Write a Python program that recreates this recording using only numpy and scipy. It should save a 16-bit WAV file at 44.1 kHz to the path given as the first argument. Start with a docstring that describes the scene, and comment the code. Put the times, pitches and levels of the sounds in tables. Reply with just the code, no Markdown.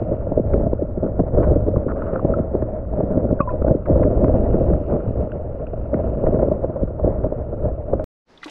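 """Eddies, gulps and deep falling glugs of river water knock on a sealed camera as a fish is let go and swims
off. The knocks are pulses, noise and falling tones, muffled by a filter that stands for the camera's housing.
Low noise makes the current rumble, bubbles are short sagging tones, and splashes and grit are bursts of noise.
The underwater scene ends with an abrupt cut. After a short gap comes the open riverbank, a soft hiss of
filtered noise, with a few clacks of a plastic water pistol: bursts of noise and ringing body tones."""
import sys
import numpy as np
from scipy import signal
from scipy.fft import rfft, irfft
from scipy.io import wavfile
from scipy.ndimage import uniform_filter1d, minimum_filter1d

SR = 44100
rng = np.random.default_rng(int(sys.argv[2]) if len(sys.argv) > 2 else 0)


def put_to_file(sound):
    """Save the sound as 16-bit audio at rate SR, in the file named by the first command-line argument."""
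    columns = np.atleast_2d(sound).T  # one column per channel
    safe = np.clip(columns, -1, 1)
    whole_steps = np.round(safe * 32767)
    wavfile.write(sys.argv[1], SR, whole_steps.astype(np.int16))


N = 375026
T = np.arange(N) / SR  # time of every sample, in seconds

# what the housing lets through of near blows: pitch_hz [Hz], level_db [dB]
HOUSING = [(60, -5), (120, -4.5), (220, -6.5), (420, -8), (560, -5), (650, -8), (740, -20.5), (1000, -30),
           (1350, -42), (1700, -50.5), (2300, -65), (2900, -75), (3400, -76), (9000, -92)]
# the note on which the housing itself rings most
HOUSING_MODE_HZ, HOUSING_MODE_WIDTH_HZ = 618.6, 17
# surges of water round the housing: start_s [s], length_s [s], churn_db [dB], pressure_swing_db [dB]
SURGES = [(0.032, 0.13, -28, -32), (0.445, 0.18, -25.5, -15.5), (0.552, 0.11, -22, -18),
          (1.029, 0.043, -19.5, -37.5), (1.337, 0.21, -16.5, -14), (1.602, 0.15, -33.5, -17.5),
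          (2.297, 0.16, -31.5, -23), (2.97, 0.055, -20, -21.5), (3.104, 0.25, -23, -31),
          (3.51, 0.051, -24.5, -19), (3.658, 0.04, -21.5, -17), (3.877, 0.18, -16.5, -14.5),
          (4.091, 0.43, -20, -15.5), (4.522, 0.23, -21.5, -16.5), (4.887, 0.085, -20, -23),
          (5.062, 0.053, -23, -14), (5.164, 0.066, -21.5, -19.5), (5.948, 0.17, -24.5, -22),
          (6.245, 0.2, -21, -17), (6.802, 0.029, -24.5, -13.5), (7.033, 0.091, -21.5, -14),
          (7.187, 0.037, -22, -31.5), (7.622, 0.031, -22, -14), (7.886, 0.28, -28, -23.5)]


def undb(db):
    """Turn decibels into a gain."""
    return 10 ** (np.asarray(db) / 20)


def unit(x):
    """Scale to an average (rms) strength of 1."""
    return x / np.sqrt(np.mean(x ** 2))


def curve(table):
    """Join the (time, value) points of a table with straight lines, one value per sample."""
    return np.interp(T, *np.transpose(table))


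def colour(x, points, bass_db=0, size=4096):
    """Filter sound through (Hz, dB) points without any echo ahead of it; bass_db lifts or cuts the bass."""
    point_hz, point_db = np.transpose(points)
    hz = np.maximum(np.arange(size // 2 + 1) * SR / size, 1)
    bass_shelf_db = bass_db / (1 + (hz / 400) ** 4)
    gain = undb(np.interp(np.log(hz), np.log(point_hz), point_db) + bass_shelf_db)
    # folding the cepstrum gives a minimum-phase filter, which answers as early as it can
    cepstrum = irfft(np.log(gain))
    cepstrum[1:size // 2] *= 2
    cepstrum[size // 2 + 1:] = 0
    response = irfft(np.exp(rfft(cepstrum)))
    return signal.fftconvolve(x, response)[:len(x)]


def band(x, hz, width_hz):
    """Pass sound through one resonance."""
    return signal.lfilter(*signal.iirpeak(hz, hz / width_hz, fs=SR), x)


def housing_mode(x):
    """The housing's main note, as rung by x."""
    return band(x, HOUSING_MODE_HZ, HOUSING_MODE_WIDTH_HZ)


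def soften(x, top_hz):
    """Gently take away the treble above top_hz."""
    return signal.sosfilt(signal.butter(2, top_hz, fs=SR, output="sos"), x)


def walk(rate):
    """Wander at random with a spread near 1, through `rate` new values a second."""
    knots = rng.standard_normal(4096)
    return 1.12 * np.interp(T * rate, np.arange(len(knots)), knots)


def pulses(rate, spread_db):
    """Random pressure pulses, about `rate` a second, of either sign and uneven size."""
    happens = rng.random(N) < rate / SR
    sign = rng.choice([-1, 1], N)
    size_db = spread_db * np.clip(rng.standard_normal(N), -2, 2)
    return happens * sign * undb(size_db)


def add(out, s, x):
    """Mix x in from time s."""
    i = max(int(s * SR), 0)
    out[i:i + len(x)] += x[:max(N - i, 0)]


def centred_time(size, share_before):
    """Times in seconds for one short event, with 0 at its heart."""
    return (np.arange(size) - size // share_before) / SR


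def decay(t, t60):
    """Die away by 60 dB in t60 seconds."""
    return np.exp(-np.log(1000) * t / t60)


def surges(levels_db, attack_s, release_s):
    """Summed power of the surges: each rises, holds and dies away."""
    power = np.zeros(N)
    for (start, length, _, _), db in zip(SURGES, levels_db):
        rise = np.clip((T - start) / attack_s + .5, 0, 1)
        fall = np.exp(-np.clip((T - start - length) / release_s + .5, 0, 20))
        power += (undb(db) * rise * fall) ** 2
    return power


def churning():
    """How hard the water churns, in dB: surges on top of the calm current, never quite even."""
    # the current between surges: time_s [s], level_db [dB]
    calm = [(0, -27.5), (.8, -31.5), (1.25, -31.5), (2.1, -25), (2.8, -30.5), (3.8, -32), (4.7, -28),
            (5.6, -32), (6.3, -24), (6.7, -30), (7.5, -32.5), (8, -35.5)]
    surge_levels_db = [churn_db for _, _, churn_db, _ in SURGES]
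    power = undb(curve(calm)) ** 2 + surges(surge_levels_db, attack_s=0.03, release_s=0.069)
    wander_db = 1.1 * walk(rate=18)
    return 10 * np.log10(power) + wander_db


def falling_tone(t, octave_s, tail_s):
    """Opening water builds near the housing's note, then each cycle is longer than the last, down into the bass."""
    heart_hz, rise_s, hiss_db = 451.5, .004, -10
    pitch_spread = .12  # tones differ a little in pitch
    stretch = np.maximum(1 + t / octave_s, heart_hz / HOUSING_MODE_HZ)  # 2 is one octave down
    hz = heart_hz * np.exp(pitch_spread * rng.uniform(-1, 1)) / stretch
    swell = np.exp(-np.where(t < 0, -t / rise_s, t / tail_s)) / np.maximum(stretch, 1) ** 0.45
    tone = np.sin(2 * np.pi * (np.cumsum(hz) / SR + rng.random()))
    hiss = unit(colour(rng.standard_normal(len(t)), HOUSING)) * undb(hiss_db) / stretch
    end_fade = np.minimum(2 * (1 - t / t[-1]), 1)
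    return colour((tone + hiss) * swell * end_fade, HOUSING)


def burble(count=4, size=4096):
    """Small glugs at random moments, some falling quickly and some slowly."""
    t = centred_time(size, share_before=4)
    total = np.zeros(N)
    for octave_s in np.geomspace(.003, .01, count):
        glug = falling_tone(t, octave_s, tail_s=0.016)
        total += signal.fftconvolve(pulses(rate=18, spread_db=2.5), glug, "same")
    return unit(total)


def current(churn_db):
    """Slow pressure swings rock the housing; eddies patter and glug on it over the wash of the river."""
    # colour of the current's rumble: pitch_hz [Hz], level_db [dB]
    rumble_colour = [(8, -1), (22, 3.5), (45, 1), (59, 11), (75, 3.5), (110, 1.5), (180, -14.5), (400, -68)]
    # what the housing lets through of the river's far wash: pitch_hz [Hz], level_db [dB]
    wash_colour = [(120, -8.5), (220, -9.5), (400, -11.5), (570, -1), (650, -6.5), (740, -16.5),
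                   (1050, -27), (1350, -45.5), (1700, -38), (2200, -47.5), (2850, -64.5), (3300, -66),
                   (6000, -94.5), (14000, -90.5)]
    # how each layer grows with the churn: dB per dB of churn, then an offset in dB
    eddy_law, wash_law = (1.079, 0.24), (0.47, -20.5)
    calm_swing_db, rumble_db, burble_db = -23, -4.5, -3

    swing_levels_db = [swing_db for _, _, _, swing_db in SURGES]
    swing_power = surges(swing_levels_db, attack_s=0.028, release_s=0.056)
    swing = np.sqrt(undb(calm_swing_db) ** 2 + swing_power)
    rumble = unit(colour(rng.standard_normal(N), rumble_colour)) * swing * undb(rumble_db)

    patter = pulses(rate=900, spread_db=3.5) * undb(2.2 * walk(70))
    eddies = unit(colour(patter, HOUSING)) + undb(burble_db) * burble()

    # the far wash swells less than the eddies close by, and keeps the housing's main mode ringing
    wash = unit(colour(rng.standard_normal(N) * undb(3.4 * walk(35)), wash_colour, bass_db=-4.0))
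    wash = wash + undb(-1.0) * housing_mode(wash)

    eddies = eddies * undb(np.polyval(eddy_law, churn_db))
    wash = wash * undb(np.polyval(wash_law, churn_db))
    return soften(rumble + eddies + wash, top_hz=3630)


def bubble(hz, t60, sharp):
    """One bubble rings, starting sharp and sagging as it settles."""
    t = T[:int(2 * t60 * SR)]
    phase = 2 * np.pi * np.cumsum(hz * (1 + sharp * np.exp(-t / 0.008))) / SR
    attack = (1 - np.exp(-t / 0.00097)) ** 2
    return np.sin(phase) * attack * decay(t, t60)


def bubbles(churn_db, count=900):
    """Single bubbles and clouds of `count` a second ring; crowds of tiny ones fizz behind as the water churns."""
    # colour of the fizz: pitch_hz [Hz], level_db [dB]
    fizz_colour = [(700, -24), (1100, 2.5), (1380, 4.5), (1700, -14), (2100, -21.5), (2700, -26.5),
                   (3300, -39.5), (6000, -69)]
    # the tiniest bubbles, before a 2 dB cut: time_s [s], level_db [dB]
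    sizzle_level = [(0, -66.5), (1.1, -89), (1.8, -83), (2.1, -67), (2.45, -80), (3.8, -77.5), (4.4, -65),
                    (5.15, -66.5), (5.5, -75), (6.15, -66.5), (6.7, -79), (8, -76.5)]
    # their colour: pitch_hz [Hz], level_db [dB]
    sizzle_colour = [(1400, -23), (2000, -4), (2850, 0.5), (3300, -22.5), (4500, -18.5), (6000, -35.5)]
    # single bubbles, level before attack and decay: start_s [s], level_db [dB], settled pitch_hz [Hz],
    # t60_s (time to die by 60 dB) [s], starting sharpness [share of the pitch]
    single_bubbles = [(0.535, -20, 1140, 0.0039, .16), (1.761, -10, 1010, 0.0095, 0.1),
                      (1.907, -22.5, 1280, 0.021, .044), (2.021, -12.5, 1270, 0.013, 0.041),
                      (2.159, -11.5, 1290, 0.014, .05), (2.194, -13, 1090, 0.015, 0.058),
                      (2.338, -14.5, 1295, 0.03, .03), (3.391, -29, 1443, 0.054, 0.035),
                      (3.399, -24, 1337, 0.02, 0.1), (3.404, -3, 1094, 0.03, 0.092),
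                      (3.415, -22.5, 1053, 0.11, .04), (3.410, -27.5, 2500, 0.022, 0.017),
                      (3.431, -45, 2580, 0.018, .02), (3.474, -18.5, 995, 0.15, 0.0054),
                      (3.49, -25.5, 1370, 0.038, .02), (3.491, -35, 1760, 0.029, 0.016),
                      (3.505, -50, 2510, .04, .018), (3.505, -23.5, 1006, .04, .01),
                      (5.318, -23, 1390, 0.014, 0.089), (5.319, -28, 2560, 0.0066, .08),
                      (5.667, -29, 1400, 0.011, .03), (5.669, -28, 2430, 0.0073, .08)]
    # clouds shaken loose, whose bubbles are 4.6 to 13.8 dB above the level:
    # start_s [s], end_s [s], level_db [dB]
    clouds = [(1.37, 1.5, -39), (1.88, 1.925, -28.5), (1.95, 2.2, -35), (2.3, 2.44, -45)]
    cloud_low_hz, cloud_high_hz = 1015, 1350
    fizz_law = (0.58, -39)  # dB per dB of churn, offset in dB

    fizz_db = np.polyval(fizz_law, churn_db) + 1.5 * walk(rate=57)
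    out = unit(colour(pulses(rate=530, spread_db=4.0), fizz_colour)) * undb(fizz_db)
    sizzle = unit(colour(pulses(rate=420, spread_db=4.5), sizzle_colour))
    out += sizzle * undb(curve(sizzle_level) - 2.0)
    for s, db, hz, t60, sharp in single_bubbles:
        add(out, s, undb(db) * bubble(hz, t60, sharp))
    for start, end, db in clouds:
        for when, pitch, strength in rng.random((int(count * (end - start)), 3)):
            hz = cloud_low_hz + pitch * (cloud_high_hz - cloud_low_hz)
            ping = bubble(hz, t60=0.007, sharp=0.035)
            add(out, start + when * (end - start), ping * undb(db + 9.2 * (strength + 0.5)))
    return out


def gulps(size=4096):
    """Each gulp is a slap and falling tone, as its pocket of water opens, inside a swell of smaller pulses."""
    # gulps against the housing, level before a 12 dB cut:
    # time_s [s], level_db [dB], length_s [s], bass_db [dB]
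    gulp_events = [(.025, -13, .007, 4), (.125, -12, 0.015, 6.5), (.273, -18.5, 0.0055, -4),
                   (.324, -13, 0.0041, 1), (.379, -7, 0.0096, 6.5), (.546, -8, 0.014, 2),
                   (.614, -14, 0.015, 6), (.67, -11, .0058, 10), (.736, -11.5, 0.0034, 4.5),
                   (.797, -20, 0.0024, 6), (.981, -13, 0.0097, 14), (1.033, -15, 0.0054, 2),
                   (1.202, -9, 0.0096, -5), (1.239, -19, 0.0058, 6), (1.385, -11, 0.01, -5),
                   (1.523, -9, .0071, 8.5), (1.687, -8, 0.018, 2), (1.772, -7, 0.019, 12.5),
                   (2.138, -15.5, 0.003, 4), (2.254, -8, 0.006, 4.5), (2.307, -11.5, .0076, 5),
                   (2.328, -16, .006, 10), (2.39, -15.5, 0.014, -6), (2.555, -9.5, 0.009, 0.5),
                   (2.94, -17.5, 0.0074, 1), (3.009, -12, 0.0048, -3), (3.041, -14.5, 0.0063, 3),
                   (3.112, -16, 0.0074, 7), (3.16, -15.5, 0.0078, 24), (3.18, -7.5, 0.0062, 13),
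                   (3.253, -10, 0.0069, 10), (3.314, -11, 0.0054, 2.5), (3.331, -10.5, 0.0066, 14),
                   (3.408, -9.5, 0.0035, 1), (3.623, -12, 0.0055, 8), (3.651, -11, 0.0044, -2),
                   (3.685, -10.5, 0.0022, 6.5), (3.714, -3.5, 0.013, 2), (3.92, -13, .013, 0.5),
                   (3.966, -11, 0.011, 8), (4.029, -14.5, 0.0073, -2), (4.055, -9, 0.0069, 4),
                   (4.18, -13, 0.0061, 1.5), (4.247, -11, 0.0061, 0), (4.345, -13.5, 0.0076, -10),
                   (4.548, -9, 0.018, 5), (4.735, -12.5, 0.024, 2.5), (4.943, -15.5, 0.0067, 10),
                   (4.967, -16.5, 0.0039, -6), (5.214, -23, .01, 0), (5.74, -20, 0.0031, -13),
                   (5.936, -14.5, 0.0076, -1), (6.045, -20.5, 0.006, -11), (6.243, -14, 0.012, -11),
                   (6.272, -13.5, 0.0055, -15), (6.349, -12.5, 0.012, -4.5), (6.433, -9, .0063, -4),
                   (6.488, -12.5, 0.0051, 7), (6.522, -9.5, 0.0073, -4), (6.647, -12, 0.012, -10.5),
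                   (6.702, -17.5, 0.0059, -4), (6.769, -19.5, 0.011, -25), (7, -17, 0.014, -14),
                   (7.049, -10, 0.0083, 2), (7.08, -10, 0.019, -1), (7.248, -11.5, 0.011, -4),
                   (7.269, -14.5, 0.0064, 2), (7.327, -15.5, 0.0037, -7), (7.54, -17, 0.018, -6),
                   (7.659, -11.5, 0.014, -1.5), (7.939, -10, 0.0062, -9.5), (8, -17.5, .004, -6.5)]
    fall_share, slap_share, ring_db = 0.56, .55, -1.5
    out, t = np.zeros(N), centred_time(size, share_before=4)
    fade = np.clip((t[-1] - t) / .02, 0, 1) ** 2
    for s, db, length, bass_db in gulp_events:
        envelope = np.exp(-np.where(t < 0, (t / (1.1 * length)) ** 2, t / (0.9 * length)))
        swell = rng.standard_normal(size) * envelope
        fall = falling_tone(t, octave_s=0.9 * length, tail_s=0.72 * length)
        push = swell / np.linalg.norm(swell)
        push[size // 4] += slap_share * rng.choice([-1, 1])  # the slap at its heart
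        knock = colour(push, HOUSING, bass_db=bass_db)
        knock = knock + undb(ring_db) * housing_mode(knock)
        # a gulp with little bass is mostly knock and has little falling tone
        gulp = unit(knock) + fall_share * undb(min(bass_db, 0)) * unit(fall)
        add(out, s + t[0] - .0025, unit(gulp * fade) * undb(db - 12.0))
    return out


def bursts(events, points, size=4096):
    """Short swells of tiny impacts, made of spiky (cubed) noise that builds and dies away."""
    out, t = np.zeros(N), centred_time(size, share_before=4)
    for s, db, length in events:
        swell = np.exp(-np.where(t < 0, (t / length) ** 2, t / length))
        burst = colour(rng.standard_normal(size) ** 3 * swell, points)
        add(out, s + t[0], undb(db) * burst / np.abs(burst).max())
    return out


def grit():
    """Grit brushes the housing in faint bursts of tiny impacts."""
    # brushes of grit: time_s [s], peak_db [dB], length_s [s]
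    brushes = [(.322, -62, .005), (.38, -57.5, 0.01), (.539, -60, .0056), (.735, -56, 0.0035),
               (.826, -55, 0.0082), (1.381, -58.5, .008), (1.5, -55.5, .012), (1.56, -53, .005),
               (1.69, -53.5, .008), (2.253, -56, .005), (3.33, -50.5, .007), (3.682, -51.5, .004),
               (3.712, -52, .0033), (3.756, -56, .007), (4.246, -57, 0.0038), (4.282, -55, .0074),
               (4.368, -54.5, .0089), (6.52, -55, .005), (6.836, -51.5, .0083), (7.265, -60, 0.0036)]
    # their colour: pitch_hz [Hz], level_db [dB]
    grit_colour = [(800, -10), (1500, 0.5), (2600, 3.5), (4300, -4.5), (6500, -13.5), (10000, -18),
                   (15000, -30.5)]
    return bursts(brushes, grit_colour)


def glugs(size=6144):
    """Deep glugs, pockets of water that open wide: each is one long falling tone."""
    # time_s [s], peak_db [dB], octave_s (time to fall an octave) [s], tail_s [s]
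    glug_events = [(.398, -6.5, .006, .016), (.823, -8.5, 0.013, 0.013), (1.202, -6, 0.0063, .03),
                   (1.565, -8, 0.0066, .016), (1.744, -12.5, 0.0037, 0.035), (1.866, -11, 0.0087, 0.013),
                   (2.398, -10.5, 0.0052, 0.045), (2.626, -9.5, 0.0048, .018), (2.99, -9.5, 0.0026, 0.047),
                   (3.752, -7.5, 0.0064, 0.011), (3.903, -10.5, 0.0065, 0.06), (4.08, -8, 0.0034, 0.073),
                   (4.284, -6.5, 0.0027, .015), (4.35, -14, 0.0052, .035), (4.612, -8, 0.0039, 0.036),
                   (4.703, -12, 0.014, 0.11), (5.945, -9.5, .006, .05), (6.834, -8, 0.0034, 0.036),
                   (7.943, -19, 0.0055, .045)]
    out, t = np.zeros(N), centred_time(size, share_before=6)
    for s, db, octave_s, tail_s in glug_events:
        tone = falling_tone(t, octave_s, tail_s)
        add(out, s + t[0] - .001, undb(db) * tone / np.abs(tone).max())
    return out


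def splashes():
    """Sharp little splashes, each a burst of noise for bubbles torn off at once."""
    # time_s [s], peak_db [dB], length_s [s]
    splash_events = [(.537, -24, 0.0018), (.615, -41.5, 0.0093), (1.437, -26, 0.01), (1.56, -43.5, 0.0037),
                     (2.022, -29.5, 0.0018), (2.138, -35, 0.0019), (2.161, -25.5, 0.0012),
                     (2.39, -30, 0.0028), (2.623, -30, 0.0039), (3.404, -19.5, .002),
                     (3.623, -27.5, 0.0041), (3.682, -21, 0.0023), (3.861, -29, 0.0044),
                     (3.904, -35.5, 0.0061), (4.035, -25, .004), (4.245, -24, 0.003),
                     (4.282, -28.5, 0.0024), (4.54, -33, 0.011), (4.705, -34, 0.0083), (4.737, -30, 0.0026),
                     (4.912, -33.5, .008), (4.962, -38, .003), (5.943, -25.5, 0.0029),
                     (6.041, -37.5, 0.0043), (6.268, -26, 0.0031), (6.393, -27.5, .004),
                     (6.423, -35.5, 0.0032), (7.24, -29, 0.0045), (7.997, -32.5, .003)]
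    # their colour: pitch_hz [Hz], level_db [dB]
    splash_colour = [(400, -19), (900, 9.5), (1350, 4.5), (1800, -8), (2400, -19), (3000, -29),
                     (5000, -55.5)]
    return bursts(splash_events, splash_colour)


def riverbank():
    """Soft open-air hiss fades in; each clack of the pistol rings the body modes near its own pitch."""
    # colour of the open air: pitch_hz [Hz], level_db [dB]
    air_colour = [(40, 3), (120, -3), (280, 3), (1500, -9), (3000, -17), (5300, -18), (7500, -32),
                  (10000, -39), (14000, -53.5)]
    # modes of the pistol's hollow body: pitch_hz [Hz], level_db [dB], t60_s (time to die by 60 dB) [s]
    pistol_modes = [(305, -0.5, 0.11), (850, -18, 0.2), (1144, -11, .07), (2010, -6, 0.043),
                    (2450, -13, 0.051), (2900, -19, 0.032), (3460, -9, 0.034), (3820, -11, 0.041)]
    # plastic clacks: start_s [s], peak_db [dB], centre_hz [Hz], width_hz [Hz], t60_s [s]
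    clacks = [(8.374, -40, 3380, 700, 0.038), (8.416, -45, 1970, 500, .17), (8.431, -25, 1600, 1000, 0.068),
              (8.425, -42, 3780, 1500, 0.29), (8.443, -24.5, 3820, 2750, 0.037),
              (8.458, -26, 603, 820, 0.25), (8.46, -47, 6000, 6000, 0.12), (8.479, -34.5, 2600, 1800, 0.24),
              (8.497, -37, 5470, 3500, .04)]

    fade_in = np.clip((T - 8.25) / 0.051, 0, 1) ** 2
    out = unit(colour(rng.standard_normal(N), air_colour)) * undb(-52.5) * fade_in
    t = T[:SR // 4]
    ring = sum(undb(db) * np.sin(2 * np.pi * hz * t) * decay(t, t60) for hz, db, t60 in pistol_modes)
    attack = 1 - np.exp(-t / 0.00026)
    for s, db, hz, width_hz, t60 in clacks:
        crack = rng.standard_normal(len(t)) * decay(t, t60)
        clack = band((crack + ring) * attack, hz, width_hz)
        clack = soften(band(clack, hz, width_hz), top_hz=12400)
        add(out, s, undb(db) * clack / np.abs(clack).max())
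    return out


def scene():
    """Under water first, then on the bank."""
    submerged = T < 8.043  # seconds
    churn_db = churning()
    water = current(churn_db) + bubbles(churn_db) + gulps() + grit() + glugs() + splashes()
    return (water * submerged + riverbank())[None]


def record(dry):
    """The camera's limiter eases down the hardest knocks; then it cuts the top."""
    limit_peak, limit_s, top_hz = .85, .006, 15600
    size = int(limit_s * SR)
    gain = limit_peak / np.maximum(np.abs(dry), limit_peak)
    gain = minimum_filter1d(gain, 2 * size)
    gain = uniform_filter1d(uniform_filter1d(gain, size), size)  # smooth the dips
    return signal.sosfilt(signal.ellip(8, .2, 70, top_hz, fs=SR, output="sos"), dry * gain)


dry = scene()
out = record(dry)
put_to_file(out)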